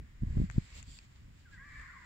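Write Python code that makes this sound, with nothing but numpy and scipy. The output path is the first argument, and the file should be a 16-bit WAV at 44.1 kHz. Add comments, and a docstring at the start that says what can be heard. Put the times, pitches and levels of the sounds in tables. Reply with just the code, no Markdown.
"""A grassy field in light wind. Gusts thump on the microphone as eddies cross it, and something brushes
through the dry grass: blades rub and stalks snap. Far off an animal, probably a rooster, starts a harsh
call: two short falling notes, then a long one that breaks into a rasp as a second, slower vibration
shakes the voice. Ground and trees scatter its echo."""
import sys
import numpy as np
from scipy import signal
from scipy.fft import rfft, irfft
from scipy.io import wavfile
from scipy.ndimage import uniform_filter1d

SR = 44100
rng = np.random.default_rng(int(sys.argv[2]) if len(sys.argv) > 2 else 0)


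def materialize(psi):
    """Save the field psi as 16-bit PCM at rate SR to the path in sys.argv[1].

    A 1-D psi becomes a single channel; in a 2-D psi each row is a channel.
    """
    bounded = np.clip(np.atleast_2d(psi).T, -1, 1)
    quanta = np.round(bounded * 32767).astype(np.int16)
    wavfile.write(sys.argv[1], SR, quanta)


N = 90404
T = np.arange(N) / SR
GRASS_SIDE_DB, GRASS_LAG_S = 1, .0004  # the grass sits wide and a little to the left


def from_db(db):
    """Decibels to gain."""
    return 10 ** (np.asarray(db) / 20)


def rms_one(x):
    """Scale to unit rms."""
    return x / np.sqrt(np.mean(x ** 2) + 1e-20)


def in_time(rows):
    """One automation curve for each column after a table's time column."""
    times, *columns = np.transpose(rows)
    return [np.interp(T, times, column) for column in columns]


def colour(x, eq):
    """Shape a steady signal with an EQ curve; rms 1."""
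    hz, db = np.transpose(eq)
    bin_hz = np.maximum(np.arange(N // 2 + 1) * SR / N, 1)
    gain = from_db(np.interp(np.log(bin_hz), np.log(hz), db))
    return rms_one(irfft(rfft(x) * gain, N))


def drift(hz):
    """Random wavering up to a given rate; rms 1."""
    lowpass = signal.butter(2, hz, fs=SR, output="sos")
    return rms_one(signal.sosfilt(lowpass, rng.standard_normal(N + SR))[SR:])


def widen(mid, side, side_db):
    """Mid and side to left and right."""
    return mid + from_db(side_db) * side * np.array([[1], [-1]])


def place(x, pan_db=0, lag_s=0):
    """Pan by level and delay: positive values are louder and earlier on the left."""
    left, right = np.broadcast_to(x, (2, N))
    return np.array([left * from_db(pan_db / 2), np.interp(T - lag_s, T, right) * from_db(-pan_db / 2)])


def air():
    """The steady hush of the open field, a little from the right."""
    # spectrum of the hush: f/Hz, relative level/dB
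    air_eq = [(30, 4.5), (150, 10), (280, 10), (420, 1.5), (700, -1), (1050, 3), (1400, 0), (1900, 3),
              (2600, 0.5), (3700, -5.5), (5000, -8), (6300, -10.5), (7500, -5), (7950, -8), (8300, -19.5),
              (15500, -15.5)]
    hush = colour(widen(*rng.standard_normal((2, N)), side_db=-4.5), air_eq)
    return from_db(-67.5) * place(hush, lag_s=-.00058)


def wind():
    """Low turbulence swells with the gusts and crosses the microphone from the right."""
    # gust envelope: t/s, level/dB
    gusts = [(0, -41.5), (.03, -47.5), (.08, -57.5), (.205, -50.5), (.23, -31.5), (.26, -38.5),
             (.29, -32.5), (.345, -38.5), (.375, -29.5), (.425, -30), (.48, -47), (.505, -38.5), (.53, -53),
             (.565, -33.5), (.62, -50), (.69, -60.5), (.73, -50.5), (.79, -49.5), (.86, -54.5), (.89, -47),
             (.97, -58.5), (1.12, -59), (1.26, -52), (1.33, -57), (1.47, -60), (1.59, -53.5), (1.65, -58.5),
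             (1.77, -53.5), (1.80, -46.5), (1.85, -57.5), (2.05, -60.5)]
    # spectrum of the turbulence: f/Hz, relative level/dB
    eddy_eq = [(10, -18), (25, -2.5), (55, 2), (90, -2), (140, -8.5), (200, -16), (290, -23.5),
               (400, -34.5), (700, -37), (2000, -70.5)]
    db, = in_time(gusts)
    eddies = colour(widen(*rng.standard_normal((2, N)), side_db=-21.5), eddy_eq)
    running_rms = np.sqrt(uniform_filter1d((eddies ** 2).mean(axis=0), size=1800))
    return place(from_db(db) * eddies / running_rms, lag_s=-0.00076)


def buffets():
    """Single eddies thump the microphone from either side: the pressure dips quickly and rebounds."""
    # thumps in the strongest gusts: t/s, level/dB, f/Hz, length/cycles, right-side lag/s
    thumps = [(0.2243, -24, 103, 0.64, .0006), (0.2339, -24, 172, 0.93, -0.00073),
              (0.3711, -15.5, 113, 0.5, -.0008), (0.379, -26.5, 140, 0.17, -.0006),
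              (0.401, -15.5, 110, 0.35, -.0007), (0.417, -19, 149, 0.46, -0.00117),
              (.439, -26, 181.4, 2.6, -.0009), (0.5826, -10.5, 109, .44, .0008)]
    skew_rad, steepness = .85, 2.73
    out = np.zeros((2, N))
    for s, db, hz, length, lag_s in thumps:
        cycles = (T - s + lag_s / 2) * hz
        age = np.clip(2 * cycles / length, -20, 20)
        swell = 2 / (np.exp(-steepness * age) + np.exp(age))
        out -= place(from_db(db) * np.cos(2 * np.pi * cycles + skew_rad) * swell, lag_s=lag_s)
    return out


def rub():
    """Soft friction rings in one broad, slowly rising resonance."""
    # path of the resonance: t/s, centre f/Hz, level/dB
    sweep = [(0, 1900, -72), (.18, 1850, -77), (.32, 1850, -65), (.55, 1950, -67), (.70, 2250, -70.5),
             (.78, 2600, -63), (.82, 2850, -71), (.85, 2900, -92), (2.05, 2900, -120)]
    half_width_hz = 320
    hz, db = in_time(sweep)
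    phase = 2 * np.pi * np.cumsum(hz) / SR
    mid, side = [drift(half_width_hz) * np.cos(phase) + drift(half_width_hz) * np.sin(phase)
                 for _ in range(2)]
    return from_db(db) * rms_one(widen(mid, side, GRASS_SIDE_DB))


def friction(eq):
    """Dry blades slide past each other: tiny clicks in a smooth hiss; rms 1."""
    grains_per_s, spread_db, grain_share = 2500, 3.5, 0.36
    sizes = from_db(spread_db * np.minimum(rng.exponential(1, (2, N)), 4))
    signs = rng.choice([-1, 1], (2, N))
    grains = rms_one(sizes * signs * (rng.random((2, N)) < grains_per_s / SR))
    texture = np.sqrt(grain_share) * grains + np.sqrt(1 - grain_share) * rng.standard_normal((2, N))
    return colour(widen(*texture, GRASS_SIDE_DB), eq)


def swish(start_s, end_s, eq):
    """One stroke through the grass: the friction fades in, holds and fades out."""
    attack_share, release_share = 0.3, 0.19
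    along = (T - start_s) / (end_s - start_s)
    envelope = np.clip(np.minimum(along / attack_share, (1 - along) / release_share), 0, 1)
    return envelope * friction(eq)


def grass():
    """Brushed dry grass: a light running rustle and two swishes, a full scuff and a thinner brush."""
    # rustle envelope: t/s, level/dB
    rustle_levels = [(0, -90), (.18, -82), (.30, -68), (.45, -63), (.485, -70.5), (.52, -61.5), (.60, -63),
                     (.70, -61), (.80, -58.5), (.83, -64), (.85, -67.5), (.88, -67), (1.0, -67),
                     (1.05, -65.5), (1.08, -74.5), (1.16, -70.5), (1.30, -82), (1.40, -68), (1.47, -78),
                     (1.54, -64.5), (1.59, -77.5), (1.68, -69), (1.80, -65), (1.90, -70), (2.05, -69)]
    # spectra of the rustle, the scuff and the brush: f/Hz, relative level/dB
    rustle_eq = [(400, -15), (1000, -4), (1400, -5), (2200, 2.5), (3000, -2.5), (3500, -2.5), (4900, -1.5),
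                 (5500, -6.5), (6300, -9.5), (7100, -0.5), (7600, 3), (7950, -8.5), (8400, -24),
                 (15000, -30)]
    scuff_eq = [(400, -0.5), (900, -6.5), (2300, -3), (4300, 0), (6300, -5), (7200, 5), (7700, 6),
                (8500, -22), (10000, -24), (14500, -18)]
    brush_eq = [(500, -33), (2000, -10), (2900, -6.5), (3400, 0.5), (4000, -8), (4650, 2.5), (5500, -12),
                (6300, -14), (7100, 3), (7700, 4.5), (8500, -30), (14500, -22)]
    db, = in_time(rustle_levels)
    scuff = from_db(-55.5) * swish(.732, .812, scuff_eq)
    brush = from_db(-58) * swish(.85, 1.002, brush_eq)
    rustle = from_db(db) * friction(rustle_eq)
    return place(rustle + scuff + brush, pan_db=-1.5, lag_s=GRASS_LAG_S)


def snaps():
    """Dry stalks snap, each a brief ring with a crack of noise."""
    # snapping stalks: t/s, level/dB, ring f/Hz, ring T60/s, crack against ring/dB, pan/dB
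    stalks = [(.5000, -28, 1640, 0.0032, -16.5, 12.5), (.5124, -50, 7400, .004, 3, 12),
              (.8285, -43, 6900, 0.0061, -9, 16), (0.828, -43, 2700, 0.004, -8, 10),
              (0.9881, -40.5, 4520, 0.0064, -3, -6), (0.9888, -48.5, 2670, 0.011, -4.5, 11),
              (1.1597, -51, 3950, 0.004, -4, -7), (1.7975, -56, 7360, 0.0036, 10, 6),
              (1.8150, -45.5, 1401, 0.0081, -10.5, 11)]
    # spectrum of the crack: f/Hz, relative level/dB
    crack_eq = [(400, -3), (2500, 8.5), (3600, -3), (4700, -6), (5700, -3), (7300, 6.5), (8000, 0.5),
                (8700, -23.5), (14000, -20)]
    attack_s, crack_t60_s = 0.00021, 0.0054
    out = np.zeros((2, N))
    for s, db, hz, t60, crack_db, pan_db in stalks:
        age = np.maximum(T - s, 0)
        ring = np.sin(2 * np.pi * hz * age) * from_db(-60 * age / t60)
        crack = colour(rng.standard_normal(N), crack_eq) * from_db(crack_db - 60 * age / crack_t60_s)
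        attack = np.minimum(age / attack_s, 1)
        out += place(from_db(db) * attack * (ring + crack), pan_db, GRASS_LAG_S)
    return out


def field_echo(x):
    """Ground and trees scatter the sound into a separate tail on each side."""
    t60_s, predelay_s = 0.58, .004
    t = T[:SR // 2]
    tails = rng.standard_normal((2, len(t))) * from_db(-60 * t / t60_s) * (t > predelay_s)
    return np.array([signal.fftconvolve(x, tail / np.linalg.norm(tail))[:N] for tail in tails])


def call():
    """A far harmonic voice; as it roughens, a slower vibration shakes it and hiss rings in the throat."""
    # the three notes: t/s, pitch/Hz, roughness/0-1, relative level/dB of harmonics 2, 3 and 4
    notes = [(1.442, 544.6, 0.066, -97, -95, -98), (1.457, 538.6, 0.031, -96, -60.5, -84),
             (1.475, 485, 0.057, -91, -64, -85), (1.503, 443.5, 0.076, -95, -70, -77),
             (1.514, 575, 0.32, -88, -69.5, -87), (1.535, 542, 0.057, -86, -53.5, -73),
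             (1.558, 514, 0.087, -83, -58.5, -70), (1.580, 474.5, .3, -79, -73, -52),
             (1.597, 521, 0.15, -69, -57.5, -69), (1.620, 556, 0.1, -65.5, -53.5, -68.5),
             (1.660, 591, 0.36, -68.5, -59, -67.5), (1.710, 579.9, 0.74, -74, -57, -63.5),
             (1.755, 568, .55, -66, -53, -58), (1.792, 590, 0.51, -67, -54.5, -69),
             (1.825, 537.3, .9, -61, -55, -57.5), (1.870, 519.7, 0.83, -65.5, -63, -59),
             (1.905, 474, 0.64, -75, -56, -55), (1.930, 565, 0.89, -58, -63.5, -69),
             (1.970, 529, 0.48, -58.5, -62, -62), (2.005, 490, 0.59, -69, -69, -63),
             (2.050, 488, .55, -65, -63, -55)]
    # faint outer harmonics: number, level against the third/dB
    outer_harmonics = [(1, -36), (5, -40), (6, -31)]
    # throat resonances: f/Hz, relative level/dB
    throat_eq = [(500, -29), (850, -41), (1050, -2.5), (1250, -3.5), (1550, -9.5), (1850, 8.5), (2050, 4),
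                 (2330, -11), (2550, -13.5), (3400, -34), (5000, -41.5)]
    jitter_depth, jitter_hz = 0.0082, 69
    rasp_hz, rasp_depth, rasp_wander = 170, 0.93, 0.148
    hz, rough, second_db, third_db, fourth_db = in_time(notes)
    jitter = jitter_depth * (1 + 2 * rough) * drift(jitter_hz)
    phase = 2 * np.pi * np.cumsum(hz * (1 + jitter)) / SR
    rasp_phase = 2 * np.pi * np.cumsum(rasp_hz * (1 + rasp_wander * drift(hz=28.1))) / SR

    def harmonic(k, db):
        """One harmonic; the higher it is, the harder it shakes, at constant power."""
        offset, rasp_offset = rng.uniform(0, 2 * np.pi, 2)
        depth = rasp_depth * rough * (k - 1) / 2
        shake = (1 + depth * np.cos(rasp_phase + rasp_offset)) / np.sqrt(.5 + (depth / 2) ** 2)
        return from_db(db) * np.cos(k * phase + offset) * shake

    core = harmonic(2, second_db) + harmonic(3, third_db) + harmonic(4, fourth_db)
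    outer = sum(harmonic(round(k), third_db + db) for k, db in outer_harmonics)
    lowpass = signal.cheby1(10, .5, 2344, fs=SR, output="sos")  # trims the rasp's upper sidebands
    tone = signal.sosfilt(lowpass, core) + outer
    hiss = np.hypot(from_db(third_db), from_db(fourth_db)) * colour(rng.standard_normal(N), throat_eq)
    hiss_share = 0.64 * rough
    blend = np.sqrt(1 - hiss_share) * tone + np.sqrt(hiss_share) * hiss
    voice = from_db(-1.5) * blend * (T > notes[0][0])
    echo_send = from_db(-4 + 7.5 * rough)  # the rougher, the wetter
    return voice + field_echo(echo_send * voice)


def scene():
    """The mix: air and wind, the stirring grass and the distant call."""
    return air() + wind() + buffets() + grass() + rub() + snaps() + call()


def record(dry):
    """A steep high cut on the whole mix."""
    cutoff_hz = 15700
    return signal.sosfilt(signal.ellip(10, .1, 70, cutoff_hz, fs=SR, output="sos"), dry)


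dry = scene()
out = record(dry)
materialize(out)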